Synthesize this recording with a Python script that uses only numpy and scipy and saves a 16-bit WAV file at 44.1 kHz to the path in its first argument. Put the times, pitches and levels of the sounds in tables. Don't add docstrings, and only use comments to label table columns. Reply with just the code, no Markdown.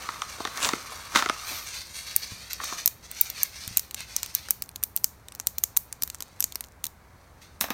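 import sys
import numpy as np
from scipy import signal
from scipy.fft import rfft, irfft, next_fast_len
from scipy.io import wavfile
from scipy.ndimage import uniform_filter1d

SR = 44100
rng = np.random.default_rng(int(sys.argv[2]) if len(sys.argv) > 2 else 0)


def int16_out(signal):
    q = np.round(np.clip(np.atleast_2d(signal).T, -1, 1) * 32767)
    wavfile.write(sys.argv[1], SR, q.astype(np.int16))


N = 340893

# hz [Hz], density_db [dB per Hz]
ROOM_COLOUR = [(25, -11.5), (45, -10.5), (75, 0), (130, -8.5), (330, -18.5), (1000, -17.5), (2300, -26.5),
               (2750, -35), (16000, -40)]
ROOM_DB, HUM_DB, HUM_HZ = -53.5, -61, 59
ROOM_T60_S = 0.26
CUTOFF_HZ = 16200

# [s, time constant on either side]
PAPER_DRAGS = [(.04, -46.5, 0.043), (.19, -54, 0.024), (.38, -52, 0.036), (0.644, -29, 0.045),
               (0.927, -42.5, 0.024), (1.162, -24, 0.013), (1.187, -27, 0.024), (1.52, -50, 0.089),
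               (2.615, -39.5, 0.01), (2.727, -45.5, 0.038)]
HOLD_DB, LET_GO_S, SETTLE_S = -52.5, 1.595, 0.046
# hz [Hz], density_db [dB per Hz]
RUSTLE_COLOUR = [(90, -18), (260, -7), (650, -6), (1100, -2), (1600, -5), (2800, -11), (6200, -10.5),
                 (7500, -14), (15500, -25.5)]
EASY_DRAG_DB, BODY_LAG, HISS_LEAD, BODY_EDGE_HZ = -33.5, 0.27, 0.15, 2000

# hz [Hz], width_hz [Hz], level_db [dB]
BAG_MODES = [(309, 205, -12), (740, 250, -3), (1123, 273, 4.5), (1388, 275, 1.5), (1903, 184, -1.5),
             (3700, 710, -6.5), (5880, 1120, -10.5), (11000, 6700, -29.5)]
# start_s [s], level_db [dB], lows_db [dB over mids], highs_db [dB over mids]
BAG_POPS = [(0.089, -24, -13, -15.5), (0.1435, -41, -20, 4), (0.219, -23.5, -32.5, -5.5),
            (0.4038, -28, 4, -18), (0.4508, -23.5, -10, -6.5), (0.473, -31, -9, -8),
            (0.574, -31.5, -16, 13), (0.629, -26.5, -17, 8), (0.647, -21.5, -14, 7),
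            (0.6522, -24.5, -23, 1), (0.6893, -20.5, -14, -2.5), (0.7338, -20, -3, -13.5),
            (1.1495, -24, -14, -8), (1.158, -13, -14, -8.5), (1.162, -20.5, -17, -3.5),
            (1.1722, -19.5, -19, 1), (1.1855, -25, -15, -2), (1.1905, -22, -17, -3),
            (1.2232, -19, -14, -11.5), (1.2595, -22, -8, -12), (1.2888, -28, -15, -3),
            (1.2968, -17, -10, -9.5), (2.6006, -30.5, -33, -31), (2.6364, -32.5, -15, -7),
            (2.7237, -30, -4.5, -30)]
CROSSING_S = 0.0007
WALL_RING = (700, 103, -2.1)

# time_s [s], level_db [dB]
GRIP_CURVE = [(1.25, -45), (1.4, -44.5), (2.83, -48.5), (2.97, -60), (3.17, -46.5), (3.78, -48),
              (3.9, -60.5), (4.5, -54.5), (4.7, -70), (6.5, -60.5), (6.75, -73.5), (7.3, -66.5)]
# [Hz, centre of the
RUB_STROKES = [(1.424, .19, -34.5, 13300), (1.64, 0.088, -39, 6300), (1.729, 0.076, -37, 4530),
               (1.939, 0.055, -37.5, 8700), (2.059, 0.055, -43, 4300), (2.118, .13, -39.5, 4400),
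               (2.286, 0.11, -45.5, 4400), (2.495, 0.017, -39, 5800), (2.605, 0.12, -36.5, 6100),
               (2.77, 0.031, -37.5, 5900), (3.024, 0.016, -48, 6000), (3.14, 0.11, -41, 6060),
               (3.337, 0.096, -40, 4530), (3.508, 0.22, -43.5, 5060), (3.956, 0.06, -41.5, 2700),
               (4.052, 0.25, -43, 5270), (4.337, 0.06, -44.5, 4340), (4.434, 0.063, -49, 3000),
               (7.412, 0.028, -53, 3760)]
STROKE_ATTACK_SHARE, STROKE_SAG_DB_PER_S, STROKE_RELEASE_S = 0.34, 26.5, 0.033
# hz [Hz], density_db [dB per Hz]
RUB_COLOUR = [(200, -21.5), (1100, -9.5), (2440, -1.5), (3030, -8), (4440, 0), (4950, -6.5), (6000, -1.5),
              (7600, -12.5), (8640, -7), (10300, -16.5), (13100, -12.5), (16000, -24.5)]

# hz [Hz], width_hz [Hz], level_db [dB]
LINK_MODES = [(227, 51, -9), (1020, 480, -7.5), (2460, 1030, -5.5), (4130, 850, -1.5), (6000, 1120, 7),
              (7180, 1140, 8.5), (8680, 940, 5), (13300, 2830, -0.5), (15140, 1130, 0)]
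# [Hz, ring of that joint]
JOINT_SNAPS = [(2.163, -12.5, 3.5, 7800), (2.532, -27, -1, 4340), (2.642, -31.5, -2, 8600),
               (2.8592, -12.5, 4.5, 9900), (2.8763, -16, -0.5, 6760), (3.114, -32.5, 7, 7800),
               (3.2115, -10, 8.5, 10200), (3.3007, -27, 1, 4600), (3.4321, -14, 2, 7500),
               (3.6775, -30.5, -3, 6740), (3.7718, -12, 2.5, 7200), (3.781, -29, -6, 7000),
               (3.7947, -24.5, -2.5, 7640), (3.9102, -35.5, -3, 4400), (3.9449, -27.5, -6, 6500),
               (4.0058, -34, -11, 4120), (4.1642, -18.5, -8, 6950), (4.2313, -24.5, -7, 3500),
               (4.261, -35, -3, 5730), (4.35, -16.5, 3, 10000), (4.486, -35.5, -12, 1380),
               (4.5071, -14, 2, 6900), (4.622, -25, 1, 4260), (4.691, -39.5, 0.5, 6200),
               (4.7594, -31.5, -5, 4700), (4.829, -36.5, -4, 7000), (4.8369, -18, 4, 10000),
               (4.9633, -18, 6.5, 9400), (4.974, -32, -5, 5230), (5.043, -14, -1, 7700),
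               (5.2842, -39, -10, 5260), (5.3214, -41.5, -6, 6600), (5.35, -37.5, 0, 8160),
               (5.399, -28, -9, 6500), (5.4704, -16.5, -0.5, 5160), (5.5831, -22.5, 3, 8750),
               (5.6375, -15.5, -2, 7400), (5.767, -21.5, -7, 7300), (5.7722, -12, 6, 7650),
               (5.9265, -30, -4.5, 7340), (6.022, -24.5, -2, 6460), (6.034, -19.5, 2.5, 8100),
               (6.076, -36, -1, 6100), (6.1005, -31, -6, 6360), (6.1464, -35, -10, 6700),
               (6.2053, -32, -3.5, 4370), (6.2235, -31, -5, 7100), (6.4047, -18, 1, 6640),
               (6.4252, -26.5, -6.5, 6750), (6.441, -18.5, -5, 7000), (6.5227, -36.5, -6, 5100),
               (6.5561, -26, -2, 1130), (6.6075, -29.5, -0.5, 6430), (6.64, -42.5, -8, 3900),
               (6.8411, -24, -3.5, 3650), (6.8539, -32, -3, 6840), (6.867, -30, 0.5, 9100)]
USUAL_SNAP_DB, SNAP_LOWS_DB, THINNING = -26, -10.5, 0.42
USUAL_RING_HZ, BODY_DB_PER_OCTAVE = 6900, 3

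# start_s [s], level_db [dB]
TABLE_BUMPS = [(2.32, -41), (3.676, -42), (3.71, -43.5)]
# hz [Hz], width_hz [Hz], level_db [dB]
TABLE_MODES = [(222, 88, -4.5), (493, 250, -10), (775, 220, -2), (1194, 150, -2), (1750, 580, -1),
               (2540, 490, 5.5), (3720, 560, 5), (5600, 1300, -1), (13700, 2100, -1.5)]
# start_s [s], level_db [dB], lows_db [dB over mids], highs_db [dB over mids]
CHAIN_LANDINGS = [(7.6064, -34, -4, 12), (7.6101, -20, -6, 2), (7.6403, -29, 2.5, -11),
                  (7.684, -40, 9, -11), (7.704, -25, 2.5, -5.5)]

GAIN_THRESHOLD_DB, GAIN_SLOPE, GAIN_RECOVERY_DB_PER_S, GAIN_ATTACK_S = -17.5, 0.17, 10, 0.0114


def from_db(db):
    return np.exp(np.asarray(db) * (np.log(10) / 20))


def rms_one(x):
    return x / np.sqrt(np.mean(x ** 2) + 1e-20)


def in_time(rows):
    return np.interp(np.arange(N) / SR, *np.transpose(rows))


def seconds(length):
    return np.arange(int(length * SR)) / SR


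def coloured(x, spectrum):
    hz, db = np.transpose(spectrum)
    size = next_fast_len(N, real=True)
    bins = np.maximum(np.fft.rfftfreq(size, 1 / SR), 1)
    colour = from_db(np.interp(np.log(bins), np.log(hz), db))
    low_cut = bins / np.hypot(bins, hz[0])
    return rms_one(irfft(rfft(x, size) * colour * low_cut, size)[:N])


def drift(rate):
    knots = rng.standard_normal(int(N / SR * rate) + 2)
    return rms_one(np.interp(np.arange(N) / SR * rate, np.arange(len(knots)), knots))


def wandering(x, depth_db, rate):
    size = next_fast_len(N, real=True)
    spectrum, out = rfft(x, size), 0
    place = np.clip(2 * np.log2(np.fft.rfftfreq(size, 1 / SR) / 1000 + 1e-9), 0, 8)
    for k in range(9):
        overlap = np.maximum(1 - abs(place - k), 0)
        band = irfft(spectrum * overlap, size)[:N]
        out = out + band * from_db(depth_db * drift(rate))
    return rms_one(out)


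def grains(per_s, spread_db):
    sizes = from_db(spread_db * np.minimum(rng.exponential(1, N), 5)) * rng.choice([-1, 1], N)
    return rms_one(sizes * (rng.random(N) < per_s / SR))


def resonate(x, modes):
    out = 0
    for k, (hz, width, db) in enumerate(modes):
        r = np.exp(-np.pi * width / SR)
        poles = [1, -2 * r * np.cos(2 * np.pi * hz / SR), r * r]
        ring = signal.lfilter([1, 0, -1], poles, x + 1e-18) * (1 - r * r) / 2
        out = out + (-1) ** k * from_db(db) * ring
    return out


def detuned(modes, spread):
    hz, width, db = np.transpose(modes)
    return np.c_[hz * np.exp(spread * rng.standard_normal(len(hz))), width, db]


def contact(chatter, chatter_s, rattle, rattle_s):
    t = seconds(.08)
    envelope = 0
    for share, decay_s in [(chatter, chatter_s), (rattle, rattle_s)]:
        envelope = envelope + share * np.exp(-t / decay_s) / np.sqrt(decay_s * SR / 2)
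    force = rng.standard_normal(len(t)) * envelope
    force[0] += 1
    return force


def struck(force, modes, split_hz, lows_db, highs_db):
    sound, out = resonate(force, modes), 0
    registers = [(split_hz[0], "low", lows_db), (split_hz, "band", 0), (split_hz[1], "high", highs_db)]
    for edges, kind, db in registers:
        register = signal.sosfilt(signal.butter(3, edges, kind, fs=SR, output="sos"), sound)
        out = out + from_db(db) * rms_one(register)
    return out


def add(out, s, sound, db, span_s):
    at = int(s * SR)
    level = np.sqrt(np.mean(sound[:int(span_s * SR)] ** 2))
    out[at:at + len(sound)] += (from_db(db) * sound / level)[:N - at]


def echo(x, delay_s, gain):
    n = np.arange(len(x))
    return x + gain * np.interp(n - delay_s * SR, n, x, left=0)


def background():
    hum = np.sqrt(2) * np.sin(2 * np.pi * HUM_HZ * np.arange(N) / SR)
    rumble = coloured(rng.standard_normal(N), ROOM_COLOUR)
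    return from_db(ROOM_DB) * rumble + from_db(HUM_DB) * hum


def room(x):
    t = seconds(.6)
    build_up = np.clip((t - .003) / 0.0015, 0, 1)
    tail = rng.standard_normal(len(t)) * from_db(-60 * t / ROOM_T60_S) * build_up
    return signal.fftconvolve(x, tail / np.linalg.norm(tail))[:N]


def drag_db():
    t = np.arange(N) / SR
    hold = from_db(HOLD_DB) * np.exp(-np.maximum(t - LET_GO_S, 0) / SETTLE_S)
    power = hold ** 2
    for s, db, swell_s in PAPER_DRAGS:
        power = power + (from_db(db) * np.exp(-abs(t - s) / swell_s)) ** 2
    return 10 * np.log10(power + 1e-14)


def rustle(gain_db=-1):
    level_db = drag_db()
    slips_per_s = 3500 * from_db(0.22 * (level_db + 40))
    slips = grains(slips_per_s, spread_db=3.5) + 0.99 * rng.standard_normal(N)
    paper = wandering(coloured(slips, RUSTLE_COLOUR), depth_db=4.0, rate=20.9)
    body = signal.sosfiltfilt(signal.butter(2, BODY_EDGE_HZ, fs=SR, output="sos"), paper)
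    hiss = paper - body
    force_db = np.maximum(level_db - EASY_DRAG_DB, 0)
    paper = body * from_db(-BODY_LAG * force_db) + hiss * from_db(HISS_LEAD * force_db)
    return paper * from_db(level_db + gain_db + 2.4 * drift(rate=54))


def hollow(hz=1190, width_hz=170, level_db=-48, follow=0.28):
    air = rms_one(resonate(grains(per_s=570, spread_db=2.5), [(hz, width_hz, 0)]))
    force_db = drag_db() - HOLD_DB
    return air * from_db(level_db + np.minimum(follow * force_db, force_db))


def crackle(per_s=70, over_drag_db=22, spread_db=3, growth=.7, highest_ratio=3.0):
    level_db, out = drag_db(), 0
    chance_db = spread_db * np.clip(rng.standard_normal(N), -2, 2)
    sizes = from_db(level_db + over_drag_db + chance_db)
    ratios = np.geomspace(1, highest_ratio, 6)
    flips_per_s = per_s * from_db(growth * (level_db - EASY_DRAG_DB))
    for ratio in ratios:
        flips = rng.random(N) < flips_per_s / (SR * len(ratios))
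        crease = [(min(hz * ratio, CUTOFF_HZ), width * 2 * ratio, db) for hz, width, db in BAG_MODES]
        out = out + resonate(sizes * flips, crease)
    return out


def rub_db():
    t = np.arange(N) / SR
    power = from_db(in_time(GRIP_CURVE)) ** 2
    for s, length, db, _ in RUB_STROKES:
        near = slice(*np.searchsorted(t, [s, s + length + .5]))
        age = t[near] - s
        attack = np.minimum(age / (STROKE_ATTACK_SHARE * length), 1)
        release = np.exp(-np.maximum(age - length, 0) / STROKE_RELEASE_S)
        power[near] += (from_db(db - STROKE_SAG_DB_PER_S * age) * attack * release) ** 2
    return 10 * np.log10(power)


def scrape(slips, relative_width=0.168):
    out = np.zeros(N)
    for s, length, _, hz in RUB_STROKES:
        near = slice(*np.searchsorted(np.arange(N) / SR, [s, s + length + 2 * STROKE_RELEASE_S]))
        ring = rms_one(resonate(slips[near], [(hz, relative_width * hz, 0)]))
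        out[near] += ring * signal.windows.tukey(len(ring))
    return out


def rub(gain_db=-0.47, scrape_db=-10):
    slips = grains(per_s=4500, spread_db=3.0) + 0.5 * rng.standard_normal(N)
    combed = echo(slips, 0.00165 + 0.0002 * drift(rate=4), gain=0.53)
    hiss = wandering(coloured(combed, RUB_COLOUR), depth_db=1.0, rate=14)
    friction = hiss + from_db(scrape_db) * scrape(combed)
    return friction * from_db(rub_db() + gain_db + 1.96 * drift(rate=70))


def loose_ticks(per_s=28, level_db=-27, spread_db=4, settle_s=0.075):
    t, snap_s = np.arange(N) / SR, np.sort([row[0] for row in JOINT_SNAPS])
    latest = np.maximum(np.searchsorted(snap_s, t) - 1, 0)
    since_snap = abs(t - snap_s[latest])
    working = np.clip((rub_db() + 56) / 10, 0, 1)
    busy = np.maximum(working, np.exp(-since_snap / settle_s))
    sizes = from_db(spread_db * np.clip(rng.standard_normal(N), -2, 2))
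    ticks = (rng.random(N) < per_s * busy / SR) * sizes
    return from_db(level_db) * resonate(ticks * busy, LINK_MODES)


def dispersed(x):
    size = 2 * len(x)
    hz = np.fft.rfftfreq(size, 1 / SR)
    delay_s = CROSSING_S * (np.sqrt(1000 / (hz + 100)) - np.sqrt(2000 / SR))
    phase = 2 * np.pi * np.cumsum(delay_s) * SR / size
    return irfft(rfft(x, size) * np.exp(-1j * phase), size)[:len(x)]


def pops(gain_db=-1.5):
    out = np.zeros(N)
    for s, db, lows_db, highs_db in BAG_POPS:
        force = contact(chatter=0.54, chatter_s=0.0012, rattle=0.46, rattle_s=0.0042)
        bag = np.vstack([detuned(BAG_MODES, spread=0.046), WALL_RING])
        pop = dispersed(struck(force, bag, (600, 2500), lows_db, highs_db))
        add(out, s, pop, db + gain_db, span_s=0.0076)
    return out


def snap_lows_db(db, ring_hz):
    thinning_db = THINNING * (db - USUAL_SNAP_DB)
    return SNAP_LOWS_DB - thinning_db + BODY_DB_PER_OCTAVE * np.log2(USUAL_RING_HZ / ring_hz)


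def snaps(gain_db=0, ring_db=-5.5, ring_width_hz=800, early_db=-32, wet_db=-22):
    direct, spread = np.zeros((2, N))
    for s, db, highs_db, ring_hz in JOINT_SNAPS:
        lows_db = snap_lows_db(db, ring_hz)
        force = contact(chatter=1.0, chatter_s=0.00076, rattle=0.38, rattle_s=0.0026)
        link = np.vstack([detuned(LINK_MODES, spread=0.037), (ring_hz, ring_width_hz, ring_db)])
        click = struck(force, link, (4500, 10500), lows_db, highs_db)
        reflected = echo(click, rng.uniform(0.0015, 0.0033), gain=0.24)
        add(direct, s, reflected, db + gain_db, span_s=0.0053)
        early_s = s - rng.uniform(0.0022, .009)
        add(direct, early_s, click, db + early_db + 3 * rng.standard_normal(), span_s=0.0065)
        smooth = struck(signal.unit_impulse(len(force)), LINK_MODES, (4500, 10500), lows_db, highs_db)
        add(spread, s, smooth, db + wet_db, span_s=0.0081)
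    return direct + room(spread)


def bumps(low_hz=105, high_hz=175, decay_s=0.012):
    out, t = np.zeros(N), seconds(.12)
    modes = np.sin(2 * np.pi * low_hz * t) + 0.59 * np.sin(2 * np.pi * high_hz * t)
    thud = modes * np.exp(-t / decay_s)
    for s, db in TABLE_BUMPS:
        add(out, s, thud, db + 0.5, span_s=0.019)
    return out


def landings(gain_db=0):
    out = np.zeros(N)
    for s, db, lows_db, highs_db in CHAIN_LANDINGS:
        force = contact(chatter=1.4, chatter_s=0.0016, rattle=1.6, rattle_s=0.02)
        blow = struck(force, TABLE_MODES, (1500, 7000), lows_db, highs_db)
        add(out, s, blow, db + gain_db, span_s=0.0078)
    return out


def gain_control(x):
    power = uniform_filter1d(x[0] ** 2, size=220)
    level_db = 10 * np.log10(np.maximum(power, 1e-12))
    wanted_cut_db = GAIN_SLOPE * np.maximum(level_db - GAIN_THRESHOLD_DB, 0)
    ramp = GAIN_RECOVERY_DB_PER_S * np.arange(N) / SR
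    cut_db = np.maximum.accumulate(wanted_cut_db + ramp) - ramp
    keep = np.exp(-1 / (GAIN_ATTACK_S * SR))
    return x * from_db(-signal.lfilter([1 - keep], [1, -keep], cut_db))


def scene(friction_wet_db=-7, blow_wet_db=-14):
    friction = rustle() + hollow() + rub()
    blows = crackle() + pops() + bumps() + landings()
    reflected = room(from_db(friction_wet_db) * friction + from_db(blow_wet_db) * blows)
    return (background() + friction + loose_ticks() + blows + snaps() + reflected)[None]


def record(dry):
    clipped = np.clip(gain_control(dry), -1, 1)
    top_cut = signal.ellip(10, .2, 70, CUTOFF_HZ, fs=SR, output="sos")
    return signal.sosfilt(top_cut, clipped)


dry = scene()
out = record(dry)
int16_out(out)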